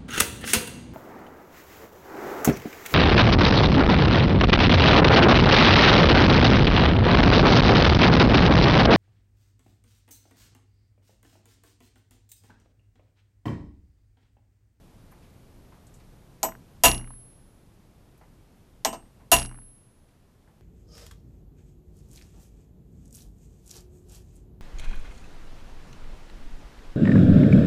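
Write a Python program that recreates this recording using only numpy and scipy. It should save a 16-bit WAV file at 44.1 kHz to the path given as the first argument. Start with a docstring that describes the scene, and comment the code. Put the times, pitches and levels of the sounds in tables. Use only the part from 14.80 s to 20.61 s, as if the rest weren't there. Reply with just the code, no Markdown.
"""Hammer and punch at a bench vise.

In a small workshop a hammer drives a steel punch against a tube held in a vise. Twice a light setting
tap is followed by a full blow: the impact excites the damped modes of the steel, the bench shudders
and loose tools bounce on it. In between, the punch ticks and scratches faintly as it is placed;
ventilation rumbles behind."""
import numpy as np
from scipy import signal
from scipy.fft import rfft, irfft
from scipy.io import wavfile
from scipy.ndimage import uniform_filter1d, minimum_filter1d
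import sys
import numpy as np
from scipy import signal
from scipy.fft import rfft, irfft
from scipy.io import wavfile
from scipy.ndimage import uniform_filter1d, minimum_filter1d

SR = 44100
rng = np.random.default_rng(int(sys.argv[2]) if len(sys.argv) > 2 else 0)


def persist_wave(psi):
    """Save psi, clipped to +-1, as 16-bit WAV."""
    counts = np.round(np.clip(psi, -1, 1) * 32767).astype(np.int16)
    wavfile.write(sys.argv[1], SR, np.atleast_2d(counts).T)


N = 256220
T = np.arange(int(1.4 * SR)) / SR   # time since an impact, t/s

# Hammer impacts: t/s, level/dB, force (0 tap, 1 full blow), bite near 3 kHz/dB, punch ring/dB,
# hammer ring/dB, crack/dB, contact cut-off/Hz. Levels in all tables are relative.
IMPACTS = [(1.6300, 1, 0, -4.5, 3, -17, 18.5, 14000), (2.0360, 4.5, 0.9, 1, 3.5, -10, 14, 13500),
           (4.0482, 0, 0.076, 4, -3.5, 1, 17, 12700), (4.1273, -15.5, 0.54, -9, -11, -16.5, -15, 6490),
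           (4.5162, 1, 0.93, -0.5, 3, 5.5, 19, 14100)]
# Modes of the vise and clamped tube: f/Hz, tap level/dB, full-blow level/dB, T60/s
VISE_MODES = [(455, -38, -29, .2), (655, -24, -32, .18), (684, -38, -14, .17), (776, -28, -24.5, .17),
              (890, -30, -31, .16), (998, -32, -16, .17), (1028, -29, -34, .17), (1280, -41, -27, .18),
              (1730, -50, -31, .18), (1902, -47, -29, .18), (2680, -52, -24, .2), (2730, -50, -18, .21),
              (2762, -52, -21, .2), (2800, -48, -20.5, .24), (2874, -48, -22, .26), (2995, -40, -32, .2)]
# Modes of the punch: f/Hz, tap level/dB, full-blow level/dB, T60/s
PUNCH_MODES = [ (5760, -49, -29.5, .25), (5850, -42, -37, .2), (6742, -42, -26, .2), (6835, -49, -29, .18),
               (6887, -49, -28, .16), (7782, -35, -28, .17), (8052, -37, -32, .18), (9285, -46, -35, .16),
               (9688, -50, -29, .17), (10520, -55, -29, .13), (10659, -80, -33, 1.02),
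               (10661.4, -70, -28, .6), (11430, -41, -32, .21), (12975, -28, -33, .17),
               (13255, -46, -22.5, .18)]
# Modes of the hammer head: f/Hz, tap level/dB, full-blow level/dB, T60/s
HAMMER_MODES = [(8478, -38, -37, .38), (8815, -39, -32, .17)]
# Modes of the bench: f/Hz, tap level/dB, full-blow level/dB, T60/s
BENCH_MODES = [(30, -45, -27, .9), (58.5, -52, -18, .38), (122, -58, -28.5, .83), (183, -52, -35, .42),
               (236, -42, -33, .25)]
# Dense clash filling the room: f/Hz, tap spectrum level/dB, full-blow spectrum level/dB, T60/s
CLASH_SPECTRUM = [(80.07, -71, -57.5, 0.2), (220, -58, -53, 0.64), (450, -61, -52.5, 0.27),
                  (836, -57.5, -49, 0.3), (1350, -70, -54.5, .23), (2300, -66, -55, 0.24),
                  (4400, -72, -54, 0.15), (6600, -63, -58, 0.23), (7650, -64.5, -56, 0.15),
                  (9000, -77.5, -56, 0.21), (11400, -83, -50.5, .13), (15600, -79, -60.5, 0.12)]
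# Loose tools hopping, from their first landing: t/s, number of landings, clack level/dB, tick level/dB
TOOL_BOUNCES = [(1.6894, 3, -32.5, -53), (2.0832, 4, -34.5, -12.5), (2.2123, 5, -37, -53),
                (2.197, 2, -44.5, -66), (4.1948, 3, -50, -70), (4.5650, 4, -35, -15),
                (4.587, 3, -28.5, -22.5), (4.6936, 5, -42.5, -53), (4.7130, 3, -39.5, -54)]
# Punch tip set down on the tube: t/s, level/dB
TIP_KNOCKS = [(.318, -57), (.921, -56.5), (3.411, -56.5), (4.398, -60.5), (5.672, -63)]
# Punch tip sliding over the rim: t/s, level/dB, centre f/Hz, length (half of T60)/s
TIP_SCRATCHES = [(0.315, -56, 11700, .03), (0.423, -65, 2600, 0.19), (1.067, -56.5, 7700, .039),
                 (1.139, -57.5, 7500, 0.077), (1.198, -63.5, 2390, .1), (3.376, -63, 11350, 0.033),
                 (5.284, -70.5, 2200, 0.17)]
# Ventilation noise: f/Hz, spectrum level/dB
AIR_SPECTRUM = [(12, -33.5), (20, 4.5), (66, -1), (103, -1), (135, -1.5), (433, -13.5), (674, -18),
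                (733, -18.5), (1020, -22), (1780, -28), (7510, -35.5), (11700, -35.5), (13800, -37),
                (15000, -68)]


def hammer_blows(vise_db, clash_db, damping_db):
    """Impact excitation: each blow sets punch, hammer, vise and bench into free vibration."""
    out, punch = np.zeros(N), np.zeros(N)
    for start, level_db, force, bite_db, punch_db, hammer_db, crack_db, contact_hz in IMPACTS:
        level, early = from_db(level_db), early_field(force)
        shank = from_db(punch_db) * ring(PUNCH_MODES, force, bite_db, rise_s=.0004, scatter=.3)
        head = from_db(hammer_db) * ring(HAMMER_MODES, force, bite_db, rise_s=.0004, scatter=.3)
        vise = from_db(vise_db) * ring(VISE_MODES, force, bite_db, rise_s=.003, scatter=.5)
        bench = ring(BENCH_MODES, force, bite_db, rise_s=.025, scatter=.3)
        burst = from_db(clash_db) * clash(force, bite_db, crack_db, contact_hz)
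        punch[int(start * SR):] *= from_db(damping_db)   # a new contact damps the punch's earlier ring
        add(punch, start, level * shank * early)
        add(out, start, level * (head + bench + (vise + burst) * early))
    return out + punch


def ring(modes, force, bite_db, rise_s, scatter):
    """Superposition of damped modes: reflections roughen the short ones, the long ones stay pure."""
    out = 0
    for hz, tap_db, full_db, t60 in modes:
        gain = from_db(tap_db + force * (full_db - tap_db) + bite(hz, bite_db))
        roughness = scatter * min(1, (.18 / t60) ** 2)
        phasor = np.exp(2j * np.pi * hz * T) * (1 + roughness * flutter(rate_hz=150))
        wave = phasor.imag / np.hypot(1, roughness)   # keeps the mean power
        out += gain * decay(t60, rise_s) * wave
    return out


def clash(force, bite_db, crack_db, contact_hz, crack_t60=.0094, tap_decay=.75, build_cycles=2.1):
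    """Modal overlap: countless short modes and echoes merge into noise, a crack and a tail per band."""
    out, edges = 0, np.geomspace(70, 14500, 27)
    table_hz, *columns = np.transpose(CLASH_SPECTRUM)
    for low, high in zip(edges, edges[1:]):
        hz = np.sqrt(low * high)
        tap_db, full_db, t60 = [np.interp(np.log(hz), np.log(table_hz), column) for column in columns]
        gain = from_db(tap_db + force * (full_db - tap_db) + bite(hz, bite_db)) * np.sqrt(high - low)
        gain /= np.sqrt(1 + (hz / contact_hz) ** 10)   # a slow contact cannot excite the top
        rise_s = build_cycles / hz   # lows take longer to build
        tail = decay(t60 * (tap_decay + force * (1 - tap_decay)), rise_s)
        crack = from_db(crack_db) * hz / (hz + 1200) * decay(crack_t60, rise_s)
        out += gain * band_noise(low, high) * (tail + crack)
    return out


def bite(hz, bite_db):
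    """Contact geometry, as a gain in dB: square faces lift the upper mids, a glancing blow dulls them."""
    return bite_db * np.exp(-np.log2(hz / 3000) ** 2 / .9)


def early_field(force, full_blow_db=5.5, length_s=.034):
    """Early reflections and parts clattering together swell the opening moments of a blow."""
    peak = from_db(full_blow_db * (.5 + .5 * force))
    return 1 + (peak - 1) * np.exp(-(T / length_s) ** 4)


def loose_tools(clack_hz, tick_hz, wood_hz, swing_s=.0311, flight_s=.0045, tick_loss_db=6.5):
    """Driven bouncing: tools land about once per bench swing, with a wooden clack and a steel tick."""
    clacks, ticks = np.zeros(N), np.zeros(N)
    echo = from_db(-22.5) * decay(t60=.08, rise_s=.002)
    clack_envelope = decay(t60=.01, rise_s=.0003) + echo
    tick_envelope = decay(t60=.0067, rise_s=.0001) + echo
    for start, landings, clack_db, tick_db in TOOL_BOUNCES:
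        for k in range(landings):
            settle_db = 7.5 if 1 < k == landings - 1 else 0   # the last of three or more barely lifts off
            clack_gain = from_db(clack_db - settle_db)
            tick_gain = from_db(tick_db - k * tick_loss_db)
            add(clacks, start, clack_gain * band_noise(*clack_hz) * clack_envelope)
            add(ticks, start, tick_gain * band_noise(*tick_hz) * tick_envelope)
            start += swing_s + flight_s * tick_gain   # a harder landing rebounds for longer
    wood_lowpass = signal.butter(2, wood_hz, fs=SR, output="sos")
    return signal.sosfilt(wood_lowpass, clacks + 1e-18) + ticks


def punch_placing(knock_t60):
    """Light impact and sliding friction: the punch tip knocks on the tube and scratches over its rim."""
    out = np.zeros(N)
    for start, level_db in TIP_KNOCKS:
        knock = band_noise(630, 1100) + .46 * band_noise(1200, 2200)
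        add(out, start, from_db(level_db) * knock * decay(knock_t60, rise_s=.00098))
    for start, level_db, hz, length_s in TIP_SCRATCHES:
        scratch = band_noise(hz - 800, hz + 800, order=1)
        add(out, start, from_db(level_db) * scratch * decay(2 * length_s, rise_s=.0011))
    return out


def ventilation(start_db, gain_step_db, gain_step_s):
    """Steady dull broadband noise; the recorder's gain control turns it down after each full blow."""
    hz, level_db = np.transpose(AIR_SPECTRUM)
    bin_hz = np.maximum(np.fft.rfftfreq(N, 1 / SR), 1)
    spectrum = from_db(np.interp(np.log(bin_hz), np.log(hz), level_db))
    air = irfft(rfft(rng.standard_normal(N)) * spectrum, N)
    t = np.arange(N) / SR
    full_blows = [start for start, _, force, *_ in IMPACTS if force > .75]
    gain_steps = sum(np.clip((t - start) / gain_step_s, 0, 1) for start in full_blows)
    return air / air.std() * from_db(start_db - gain_step_db * gain_steps)


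def decay(t60, rise_s):
    """Exponential damping: a quick swell, then 60 dB down in t60 seconds."""
    return (1 - np.exp(-T / rise_s)) * np.exp(-np.log(1000) * T / t60)


def band_noise(low_hz, high_hz, order=2):
    """Band-limited Gaussian noise of unit rms."""
    bandpass = signal.butter(order, [low_hz, high_hz], "band", fs=SR, output="sos")
    noise = signal.sosfilt(bandpass, rng.standard_normal(len(T)))
    return noise / noise.std()


def flutter(rate_hz):
    """Random modulation: a complex amplitude gliding to a new value rate_hz times a second."""
    knots = rng.standard_normal((400, 2)) @ [1, 1j] / np.sqrt(2)
    return np.interp(T * rate_hz, np.arange(len(knots)), knots)


def from_db(db):
    """Amplitude ratio of a level in decibels."""
    return 10 ** (np.asarray(db) / 20)


def add(out, start, sound):
    """Linear superposition: mix a sound in from a start time in seconds."""
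    i = int(start * SR)
    out[i:i + len(sound)] += sound[:N - i]


def limiter(x, ceiling_db, release_db_per_s):
    """Peak limiting: the gain drops at once on a peak and recovers steadily."""
    excess_db = np.maximum(20 * np.log10(np.abs(x) + 1e-9) - ceiling_db, 0)
    release_db = release_db_per_s * np.arange(N) / SR
    reduction_db = np.maximum.accumulate(excess_db + release_db, axis=-1) - release_db
    smooth_gain_db = uniform_filter1d(minimum_filter1d(-reduction_db, size=21), size=21)
    return x * from_db(smooth_gain_db)


def scene():
    """The sound pressures of all sources add at one microphone above the bench."""
    blows = hammer_blows(vise_db=1.5, clash_db=-2, damping_db=-11.5)
    rattle = loose_tools(clack_hz=(780, 1900), tick_hz=(2400, 6000), wood_hz=2200)
    touches = punch_placing(knock_t60=.24)
    air = ventilation(start_db=-52, gain_step_db=3, gain_step_s=.33)
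    return (blows + rattle + touches + air)[None]


def record(dry):
    """Peak and band limiting: the full blows are held down and a steep low-pass cuts the top."""
    limited = limiter(dry, ceiling_db=-3.8, release_db_per_s=4000)
    cutoff_hz = 14100
    lowpass = signal.ellip(8, .2, 80, cutoff_hz, fs=SR, output="sos")
    return signal.sosfilt(lowpass, limited)


dry = scene()
out = record(dry)
persist_wave(out)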